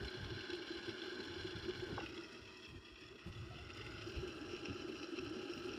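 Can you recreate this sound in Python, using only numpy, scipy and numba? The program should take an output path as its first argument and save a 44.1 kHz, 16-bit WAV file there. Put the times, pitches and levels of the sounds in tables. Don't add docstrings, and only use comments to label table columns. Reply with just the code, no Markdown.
import sys
import numpy as np
from scipy import signal
from scipy.fft import rfft, irfft
from scipy.io import wavfile
from scipy.ndimage import uniform_filter1d
from numba import njit

SR = 44100
rng = np.random.default_rng(int(sys.argv[2]) if len(sys.argv) > 2 else 0)


def boost_factor(decibels):
    exponent = np.asarray(decibels, float) / 20
    return 10 ** exponent


def transcribe(signal):
    frames = np.atleast_2d(signal).T
    limited = np.clip(frames, -1, 1)
    pcm = np.round(limited * 32767).astype(np.int16)
    wavfile.write(sys.argv[1], SR, pcm)


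N = 255311
T = np.arange(N) / SR

# (time [s], place [0 first spinner, 1 turning, 2 stepped back, 3 nearing, 4 last])
PHONE_PLACE = [
    (0, 0.018),
    (1.93, 0.012),
    (2.08, 1.3),
    (2.25, 1.56),
    (2.5, 1.74),
    (3.25, 2.45),
    (3.55, 2.77),
    (4.0, 3.18),
    (4.3, 5),
    (5.79, 5.2),
]
# (time [s], level against a close hold [dB])
NEARNESS = [(0, 0.5), (0.9, 0.5), (1.9, 0.5), (2.15, 0), (2.45, -2.5), (2.95, -5.5), (3.3, -5), (3.6, -3.5),
            (4.15, 1), (4.7, 0), (5.79, 2)]

# (pitch [Hz], width [Hz], level [dB])
BODY_FIRST = [(636, 100, -12), (850, 64, -9), (1072, 71, -9.5), (1240, 45, -19), (1558, 150, 0.5),
              (2232, 290, -3), (2880, 390, 1), (3360, 100, 1.5), (4050, 135, 2.5), (4875, 50, -6),
              (5400, 440, -15), (3050, 120, -12)]
BODY_TURNING = [(610, 83, -1.5), (875, 36, 2), (880, 22, 0), (1350, 36, 1), (1464, 97, 12), (2070, 310, 3),
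                (2640, 150, 11.5), (3210, 540, -8), (3560, 36, -7), (5320, 60, -21), (5300, 4900, -3),
                (2900, 100, -23)]
BODY_BACK = [(675, 8.5, -2.5), (796, 34, -29), (1050, 39, -5), (1205, 18, -5.5), (1406, 320, -9),
             (1863, 98, -1), (2584, 130, 2.5), (3236, 71, 3), (4270, 1000, -13), (4760, 57, -22),
             (5340, 300, -12.5), (2960, 110, -9)]
BODY_NEARING = [(646, 63, -13.5), (835, 26, -9), (1140, 30, -40), (1375, 100, -8), (1460, 75, -6),
                (2030, 210, 4.5), (2720, 370, 5), (3500, 170, -2.5), (4140, 350, -17), (4890, 90, 0),
                (5360, 840, -10.5), (2960, 78, -12)]
BODY_LAST = [(616, 130, -1.5), (818, 28, -0.5), (1033, 57, -13), (1347, 128, 2.5), (1570, 180, -2),
             (2070, 280, -12), (2690, 323, 6), (3650, 140, -17), (3995, 220, -2.5), (4880, 31, -3.5),
             (5580, 1600, -4.5), (2960, 33, 3.5)]
ARM_LEVELS = [3.5, 3, -7, -0.5, -0.5]
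# (pitch [Hz], width [Hz], share removed [0-1])
DESK_MIRROR = [(3750, 140, 0.6), (3560, 150, 0.7), (3670, 170, 0.95), (3730, 170, 0.85), (3750, 110, 0.6)]
SWAY_HZ, SWAY = 2.3, [0.002, 0.015, 0.014, 0.014, 0.003]
# (pitch [Hz], level [dB])
BODY_TOP_EDGE = [(3550, 0), (3740, -1), (3950, 0), (4250, 0), (4560, -3.5), (4850, 0), (5620, 0),
                 (5780, -8), (5980, -9), (6080, -16), (6500, -18), (7500, -26), (10000, -40)]
# (time [s], peak level [dB], note rung [Hz])
BALL_KNOCKS = [(0.046, -33, 2850), (0.0812, -34, 4080), (0.1121, -45, 3380), (0.171, -41, 2960),
               (0.2453, -36, 3340), (0.3037, -46, 3370), (0.4075, -38, 2860), (0.4474, -54, 3030),
               (0.5013, -32, 3900), (0.531, -34, 2600), (0.6739, -38, 3410), (0.715, -37, 4190),
               (0.828, -38, 2710), (0.8914, -34, 3360), (1.0172, -33.5, 3400), (1.1084, -46, 4080),
               (1.2022, -35, 4180), (1.292, -54, 4130), (1.3389, -36, 2900), (1.4701, -37, 3000),
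               (1.5633, -40, 2970), (1.707, -38, 2970), (1.801, -37, 3430), (2.0014, -31, 2800),
               (2.0323, -34.5, 2760), (2.0606, -32, 2810), (2.095, -40, 2820), (2.143, -39, 2720),
               (2.176, -33.5, 3360), (2.648, -39.5, 2590), (2.9557, -43, 3420), (3.1562, -45.5, 2680),
               (3.702, -39, 2630), (3.7723, -40, 2900), (3.812, -34, 2760), (3.8636, -36, 2630),
               (3.9858, -68, 2690), (4.0208, -39, 2930), (4.0925, -38, 2840), (4.1205, -37, 2900),
               (4.275, -35, 2760), (4.3031, -39, 2700), (4.4139, -49, 2780), (4.5628, -42, 2690),
               (4.6555, -36.5, 2680), (4.729, -37, 2700), (4.771, -41, 2770), (4.8178, -45, 2650),
               (4.9548, -38, 2700), (4.9972, -37, 2880), (5.028, -35, 2640), (5.1867, -30, 2620),
               (5.2619, -42, 2960), (5.3243, -39, 2980), (5.3906, -47, 2820), (5.5024, -44, 2650),
               (5.5345, -33, 2710), (5.5752, -34.5, 2820), (5.69, -35, 2864), (5.7317, -36, 2630)]
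# (time [s], peak level [dB], note rung [Hz])
CAP_CLICKS = [(0.0298, -52, 5100), (0.0473, -49, 5170), (0.0812, -51, 5100), (0.1845, -55, 5600),
              (0.3726, -55, 5630), (0.5033, -50, 5400), (0.5322, -49, 5090), (0.89, -51, 5350),
              (0.9862, -57, 5420), (0.993, -51, 5520), (1.1054, -53, 5320), (1.2007, -53, 5500),
              (1.29, -57, 5300), (1.3658, -49, 4900), (1.5628, -55, 5210), (1.6586, -54, 4900),
              (1.7065, -56, 4860), (1.7973, -51, 5500), (1.9984, -55, 5160), (2.141, -50, 5200),
              (2.2114, -53, 4900), (2.236, -47, 5300), (2.5717, -49, 5300), (2.6529, -50, 5140),
              (2.6893, -53, 5500), (3.0654, -55, 5350), (3.46, -56, 5520), (3.5329, -54, 4420),
              (3.6491, -51, 5360), (3.7349, -48, 5580), (3.909, -50, 4900), (4.0203, -50, 5170),
              (4.0427, -49, 5100), (4.12, -50, 4440), (4.2038, -51, 5500), (4.2757, -53, 5600),
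              (4.3241, -48, 5600), (4.4129, -50, 5320), (4.4847, -53, 5560), (4.5111, -50, 5440),
              (4.5635, -50, 4900), (4.6134, -51, 4890), (4.6548, -51, 5500), (4.7277, -48, 5350),
              (4.8184, -55, 5510), (4.9182, -52, 5510), (4.9741, -54, 5590), (5.026, -53, 5510),
              (5.0704, -48, 5500), (5.1153, -55, 4700), (5.1906, -48, 5400), (5.2769, -53, 5500),
              (5.2934, -47, 5500), (5.4794, -55, 5430), (5.4964, -51, 5340), (5.5353, -43, 5350),
              (5.5752, -59, 5420), (5.6885, -55, 4880), (5.7165, -45, 5660), (5.7354, -46, 5510)]
# (time [s], cap whir gain [dB], desk hum gain [dB])
ROCKING = [(0.01, -3, 6.5), (0.439, 2, -5), (0.6, 2.5, 4), (0.77, 0.5, 0.5), (0.9, 0.5, 3),
           (1.19, 0.5, 7.5), (1.692, 0.5, 6), (1.902, -2.5, 9.5), (2.77, -4.5, 1), (3.14, -4, 8.5),
           (4.26, -2.5, 4.5), (4.4, -3.5, 1.5), (4.532, 1, 3), (4.678, 1.5, 7), (4.9, 0, 5), (5.03, 0, 0.5),
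           (5.37, 1.5, 7), (5.5, -1.5, -3), (5.679, -1.5, 0.5), (5.74, -3, 3.5)]

# (pitch [Hz], width [Hz], level [dB])
DESK_MODES = [(345.3, 38.4, 1.5), (300, 32, -2), (240.5, 36, -5), (366, 22.2, -3), (447, 145, -14.5)]
# (time [s], peak level [dB], note rung [Hz])
DESK_JOLTS = [(0.021, -38, 358), (0.148, -40.5, 353), (0.179, -46, 380), (0.311, -35.5, 349),
              (0.435, -41, 366), (0.499, -39, 357), (0.53, -34, 353), (0.708, -37, 343), (0.779, -47, 337),
              (0.882, -41, 331), (1.016, -41.5, 350), (1.122, -39.5, 365), (1.259, -53, 369),
              (1.297, -48, 344), (1.34, -49, 370), (1.363, -36, 351), (1.448, -37, 351), (1.538, -49, 342),
              (1.624, -54, 366), (1.684, -35, 366), (1.784, -59, 358), (1.825, -35.5, 360),
              (1.973, -42, 362), (2.034, -40, 330), (2.137, -43, 363), (2.184, -42, 341), (2.349, -61, 370),
              (2.744, -52, 340), (3.024, -49, 305), (3.263, -44, 350), (3.434, -50, 350), (3.464, -49, 344),
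              (3.809, -62, 366), (4.151, -42, 375), (4.228, -35.5, 377), (4.336, -51, 345),
              (4.371, -45, 350), (4.412, -38.5, 307), (4.452, -45, 362), (4.537, -36, 359),
              (4.626, -41, 345), (4.754, -37.5, 359), (4.815, -64, 335), (4.844, -36, 340),
              (4.927, -41, 311), (5.031, -38, 342), (5.084, -41, 338), (5.127, -33.5, 329),
              (5.181, -35.5, 370), (5.226, -37.5, 342), (5.31, -35, 330), (5.431, -49, 366),
              (5.459, -48, 347), (5.497, -36.5, 343), (5.554, -44.5, 320), (5.604, -41, 351),
              (5.652, -37, 358), (5.689, -54, 370), (5.715, -60, 347), (5.748, -51, 353)]
# (time [s], peak level [dB],
# note rung [Hz])
DESK_DRUMS = [(0.255, -53, 296), (0.486, -53.5, 280), (1.073, -56, 276), (1.191, -54, 271),
              (1.261, -52, 289), (1.451, -54, 172), (1.55, -50, 176), (1.654, -54.5, 230), (1.75, -68, 285),
              (1.924, -48, 289), (2.113, -59, 284), (2.321, -56, 239), (2.744, -54.5, 255),
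              (3.261, -49.5, 172), (3.354, -72, 242), (3.903, -69, 262), (4.227, -66, 220),
              (4.425, -59, 272), (4.472, -66, 294), (4.06, -46, 348), (4.635, -50.5, 280), (4.68, -49, 200),
              (4.695, -43.5, 281), (4.816, -49.5, 283), (4.995, -50, 300), (5.116, -45, 282),
              (5.184, -47.5, 266), (5.261, -47, 293), (5.352, -45, 367.6), (5.359, -50.5, 227),
              (5.453, -49, 284), (5.566, -48, 258), (5.668, -47, 269)]

# (pitch [Hz], width [Hz], level [dB])
GRIP_MODES = [(110, 43.3, 2), (63, 30.5, 0.5), (36.3, 15, -6), (146, 260, -49)]
# (middle time [s], peak level [dB], length [s])
HAND_SQUEEZES = [(0.03, -51.5, 0.17), (0.27, -50, 0.38), (0.56, -61, 0.055), (0.9, -54, 0.089),
                 (1.21, -73, 0.36), (1.5, -57, 0.6), (1.76, -58, 0.29), (1.93, -53, 0.36),
                 (2.12, -63, 0.19), (2.75, -55.5, 0.21), (2.45, -71, 0.24), (3.08, -68.5, 0.29),
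                 (3.75, -67, 0.093), (3.28, -54, 0.088), (3.5, -55.5, 0.52), (3.9, -63.5, 1),
                 (4.2, -57, 0.2), (4.5, -63.5, 1), (4.71, -59, 0.099), (5.0, -64, 0.092), (5.25, -64, 0.29),
                 (5.4, -66, 0.13), (5.58, -64, 0.2), (5.73, -59.5, 0.31)]
# (time [s], peak level [dB], pitch [Hz], length [s])
FINGER_THUMPS = [(0.503, -38, 85.5, 0.047), (0.754, -39, 63, 0.059), (0.883, -60, 102, 0.051),
                 (1.434, -32, 112, 0.04), (1.539, -28, 110, 0.047), (1.686, -61, 110, 0.068),
                 (1.921, -22.5, 167, 0.017), (1.943, -24.5, 92, 0.032), (2.095, -44, 123, 0.056),
                 (2.735, -58, 117, 0.038), (2.91, -38, 62.5, 0.055), (3.25, -37, 171, 0.041),
                 (3.394, -27, 115, 0.062), (3.853, -44, 111, 0.043), (4.155, -20.5, 66, 0.045),
                 (4.162, -30.5, 130, 0.066), (4.35, -65, 110, 0.026), (4.689, -24.5, 99, 0.036),
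                 (5.373, -57, 202, 0.02), (5.557, -38, 160, 0.047)]
# (time [s], peak level [dB], note rung [Hz])
CASE_TAPS = [
    (1.9745, -41, 466),
    (1.9785, -34, 1130),
    (1.9788, -36, 1550),
    (1.979, -39, 790),
    (1.981, -29, 794),
    (1.984, -39, 1090),
    (1.987, -38, 760),
    (1.990, -33.5, 472),
    (2.007, -39.5, 800),
    (2.009, -43, 1150),
]
# (time [s], peak level [dB])
CASE_RUBS = [
    (3.5, -61.5),
    (3.57, -64.5),
]
# (pitch [Hz], width [Hz], level [dB])
RUB_NOTE = [(702, 31, 0)]

# (pitch [Hz], level per Hz [dB])
HISS_COLOUR = [(5600, -32), (6200, -6), (6600, -6), (6950, 0.5), (7250, -3), (7700, -9.5), (8600, -7.5),
               (10500, -14), (12500, -17), (14200, -22.5), (15250, -18), (15400, -60)]
# (time [s], peak level [dB])
DRY_SPITS = [(0.0523, -53), (0.1002, -59), (0.2558, -76), (0.5008, -57), (0.5312, -59), (0.5526, -59),
             (1.0595, -63), (1.1493, -68), (1.3957, -65), (1.5564, -69), (1.5833, -61), (1.7315, -75),
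             (1.7504, -75), (1.9061, -78), (1.9769, -78), (2.0567, -74), (2.151, -67), (2.3266, -68),
             (2.5721, -64), (3.1023, -73), (3.2765, -74), (3.4116, -79), (3.4511, -77), (3.4875, -71),
             (3.701, -63), (3.7454, -60), (3.7708, -63), (3.8626, -64), (4.0846, -64), (4.12, -61),
             (4.1769, -71), (4.2752, -55), (4.4847, -79), (4.563, -63), (4.6723, -72), (4.7416, -69),
             (4.9756, -63), (5.0265, -58), (5.1188, -72), (5.2465, -60), (5.2969, -56), (5.4645, -76),
             (5.5084, -67), (5.5343, -54), (5.6785, -64)]
# (pitch [Hz], width [Hz], level [dB])
CAGE_MODES = [(6950, 85, 8), (8300, 370, -6.5)]
# (pitch [Hz], width [Hz], level [dB])
METAL_MODES = [(14754, 40, 0), (13457, 40, -6), (9000, 15, -14)]
# (middle time [s], peak level [dB], length [s])
METAL_SWINGS = [
    (0.22, -93, 0.05),
    (2.66, -97, 0.12),
    (3.76, -96, 0.08),
    (4.095, -86, 0.05),
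    (4.17, -96, 0.04),
    (5.43, -98, 0.05),
    (5.55, -87, 0.05),
    (5.595, -83, 0.035),
    (5.63, -90, 0.04),
]
# (pitch [Hz], level [dB])
MUTE_BELOW = [(0, -10.5), (5600, -10.5), (6100, -4.5), (6600, -5.5), (11500, -4.5), (13500, -2.5),
              (14500, -2.5), (15000, -6)]

CAPS_DB, CAPS_LOSS = -53.5, 0.87
DESK_DB, DESK_LOSS = -53, 1.61
HISS_DB, HISS_LOSS = -79, 0.8
STILL_HAND_DB, METAL_FAR_DB = -70, -108
ROOM_T60_S, ROOM_DB = 0.15, -20


def unit(x):
    return x / np.sqrt(np.mean(x ** 2))


@njit
def svf(x, hz, width):
    y, band, low = np.empty(len(x)), 0., 0.
    for i in range(len(x)):
        g, k = np.tan(np.pi * hz[i] / SR), width[i] / hz[i]
        v = (band + g * (x[i] - low)) / (1 + g * (g + k))
        band, low, y[i] = 2 * v - band, low + 2 * g * v, k * v
    return y


def walk(rate_hz):
    hold = int(SR / rate_hz)
    steps = np.repeat(rng.standard_normal(N // hold + 1), hold)
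    return unit(uniform_filter1d(uniform_filter1d(steps, hold), hold)[:N])


def ring(x, modes, signs, flicker_db=0.):
    one = np.ones(N)
    out = 0
    for sign, (hz, width, db) in zip(signs, modes):
        fed = x * boost_factor(flicker_db * walk(45)) if flicker_db else x
        out = out + sign * boost_factor(db) * svf(fed, hz * one, width * one)
    return out / np.sqrt(sum(boost_factor(db) ** 2 * width * np.pi / SR for hz, width, db in modes))


def add_at(out, s, sound):
    i = int(s * SR)
    out[i:i + len(sound)] += sound[:N - i]


def bursts(events, rise_s, fall_s):
    env = np.zeros(N)
    t = np.arange(int(8 * fall_s * SR)) / SR
    shape = (1 - np.exp(-t / rise_s)) * np.exp(-t / fall_s)
    for s, db, *_ in events:
        add_at(env, s, boost_factor(db) * shape / shape.max())
    return env


def pings(events, decay_s, gain_db):
    out = np.zeros(N)
    t = np.arange(int(8 * decay_s * SR)) / SR
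    shape = t / decay_s * np.exp(-t / decay_s)
    for s, db, hz in events:
        add_at(out, s, boost_factor(db + gain_db) * shape * np.sin(2 * np.pi * hz * t))
    return out


def swells(events, rest_db):
    env = boost_factor(rest_db)
    for s, db, length_s in events:
        env = env + boost_factor(db) * np.cos(np.pi * np.clip((T - s) / length_s, -0.5, 0.5)) ** 2
    return 20 * np.log10(env)


def rattle(grain_db):
    strength = np.minimum(rng.exponential(size=N), 5.0)
    return unit(rng.standard_normal(N) * boost_factor(grain_db * strength))


def ball_load():
    return 4.2 * np.tanh(0.2 * walk(45) + 0.55 * walk(130))


def rocking():
    half_width_s = 0.03
    gains = np.zeros((2, N))
    for s, whir_db, hum_db in ROCKING:
        gains += np.array([[whir_db], [hum_db]]) * np.exp(-((T - s) / half_width_s) ** 2)
    return gains


def at_place(place, rows):
    return [np.interp(place, np.arange(5), col) for col in np.transpose(rows)]


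def bodies(whir_db, rock_db, load_db):
    place = np.interp(T, *np.transpose(PHONE_PLACE))
    sway = np.interp(place, np.arange(5), SWAY)
    modes = []
    for k, rows in enumerate(zip(BODY_FIRST, BODY_TURNING, BODY_BACK, BODY_NEARING, BODY_LAST)):
        hz, width, db = at_place(place, rows)
        bend = 1 + sway * np.sin(2 * np.pi * SWAY_HZ * (1 + k / 7) * T + k)
        modes.append((hz * bend, width, db))

    balls = rattle(grain_db=3.6)
    knocks = bursts(BALL_KNOCKS, 0.002, 0.005)
    caps_drive = boost_factor(whir_db + rock_db - 3.5 + 0.97 * load_db) + boost_factor(-21.5) * knocks
    caps = ring(caps_drive * balls, modes[5:], np.ones(7), flicker_db=1.5)
    arms_db = np.interp(place, np.arange(5), ARM_LEVELS) + 0.041 * rock_db
    arms_drive = boost_factor(whir_db + arms_db - 5.5 + 0.057 * load_db) + boost_factor(-46) * knocks
    arms = ring(arms_drive * balls, modes[:5], np.ones(5), flicker_db=0.65)

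    struck = pings(BALL_KNOCKS, 0.0016, gain_db=-4.0) + pings(CAP_CLICKS, 0.0012, gain_db=4.5)
    both = caps + arms + struck
    hz, width, share = at_place(place, DESK_MIRROR)
    return both - share * svf(both, hz, width)


def air(hiss_db, load_db):
    hz = np.fft.rfftfreq(N, 1 / SR)
    colour_hz, colour_db = np.transpose(HISS_COLOUR)
    colour = boost_factor(np.interp(np.log(hz + 1), np.log(colour_hz), colour_db, left=-60))
    hiss = rfft(rattle(grain_db=3.5)) * colour
    shared = walk(9)
    edges_hz = (0, 7600, 10500, SR)
    bands = 0
    for low, high in zip(edges_hz, edges_hz[1:]):
        band = irfft(hiss * (hz >= low) * (hz < high), N)
        bands = bands + band * boost_factor(0.5 * shared + 1.5 * walk(40))
    spits = boost_factor(-15.5) * bursts(DRY_SPITS, 0.0015, 0.0033)
    return unit(bands) * (boost_factor(hiss_db + 0.71 * load_db) + spits)


def cage(level_db):
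    return ring(boost_factor(level_db + 5 * walk(30)) * rattle(grain_db=3.5), CAGE_MODES, np.ones(2))


def metal():
    level_db = swells(METAL_SWINGS, METAL_FAR_DB) + 9
    return ring(boost_factor(level_db) * rattle(grain_db=2.0), METAL_MODES, np.ones(3))


def grip_rumble():
    level_db = swells(HAND_SQUEEZES, STILL_HAND_DB) + 2.5 + 2.5 * walk(13)
    return ring(boost_factor(level_db) * rng.standard_normal(N), GRIP_MODES, (1, -1, 1, -1))


def desk(hum_db, load_db):
    drive = boost_factor(hum_db - 1.5 + 0.73 * load_db) * rattle(grain_db=3.0)
    hum = ring(drive, DESK_MODES, (1, -1, 1, 1, -1))
    lead_s = 0.00407
    early = [(s - lead_s, db, hz) for s, db, hz in DESK_JOLTS]
    return hum + pings(early, 0.0085, gain_db=4.0)


def desk_drums():
    return pings(DESK_DRUMS, 0.011, gain_db=9.0)


def finger_thumps():
    out = np.zeros(N)
    for s, db, hz, length_s in FINGER_THUMPS:
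        t = np.arange(int(max(length_s, 0.01) * SR)) / SR
        add_at(out, s, boost_factor(db - 16.5) * np.hanning(len(t)) * np.sin(2 * np.pi * hz * t))
    return out


def case_taps():
    return pings(CASE_TAPS, 0.0018, gain_db=2.0)


def case_rubs():
    return ring(bursts(CASE_RUBS, 0.019, 0.017) * rng.standard_normal(N), RUB_NOTE, np.ones(1))


def room(x):
    t = np.arange(int(0.2 * SR)) / SR
    tail = rng.standard_normal(len(t)) * np.exp(-np.log(1000) * t / ROOM_T60_S)
    wet = signal.fftconvolve(x, tail / np.sqrt(np.sum(tail ** 2)))[:N]
    return x + boost_factor(ROOM_DB) * wet


def scene():
    near_db = np.interp(T, *np.transpose(NEARNESS))
    whir_db, hum_db = rocking()
    load_db = ball_load()
    near = bodies(CAPS_DB + CAPS_LOSS * near_db, whir_db, load_db)
    near = near + desk(DESK_DB + DESK_LOSS * near_db + hum_db, load_db) + desk_drums()
    edge = boost_factor(np.interp(np.fft.rfftfreq(N, 1 / SR), *np.transpose(BODY_TOP_EDGE)))
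    near = irfft(rfft(near) * edge, N)

    hiss_db = HISS_DB + HISS_LOSS * near_db
    treble = air(hiss_db, load_db) + cage(hiss_db - 9.5) + metal()
    hand = grip_rumble() + finger_thumps() + case_taps() + case_rubs()
    return (room(near) + treble + hand)[None]


def mute_weak_bands(x, cut_db):
    hz, _, z = signal.stft(x, SR, nperseg=2048)
    own = uniform_filter1d(uniform_filter1d(np.abs(z) ** 2, size=6, axis=-2), size=2, axis=-1)
    around = np.exp(uniform_filter1d(np.log(own + 1e-18), size=60, axis=-2))
    weak = own < around * boost_factor(2 * np.interp(hz, *np.transpose(MUTE_BELOW)))[:, None]
    weak[:, :70] = False
    return signal.istft(z * np.where(weak, boost_factor(cut_db), 1), nperseg=2048)[1][:, :N]


def roll_off(x):
    return signal.sosfilt(signal.butter(12, 15590, fs=SR, output="sos"), x)


def record(dry):
    hz = np.fft.rfftfreq(N, 1 / SR)
    lows = 1 / np.sqrt(1 + (40 / (hz + 1)) ** 4)
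    kept = mute_weak_bands(irfft(rfft(dry) * lows, N), cut_db=-20)
    mix = irfft(rfft(kept) * (hz < 15280), N)
    return roll_off(mix)


dry = scene()
out = record(dry)
transcribe(out)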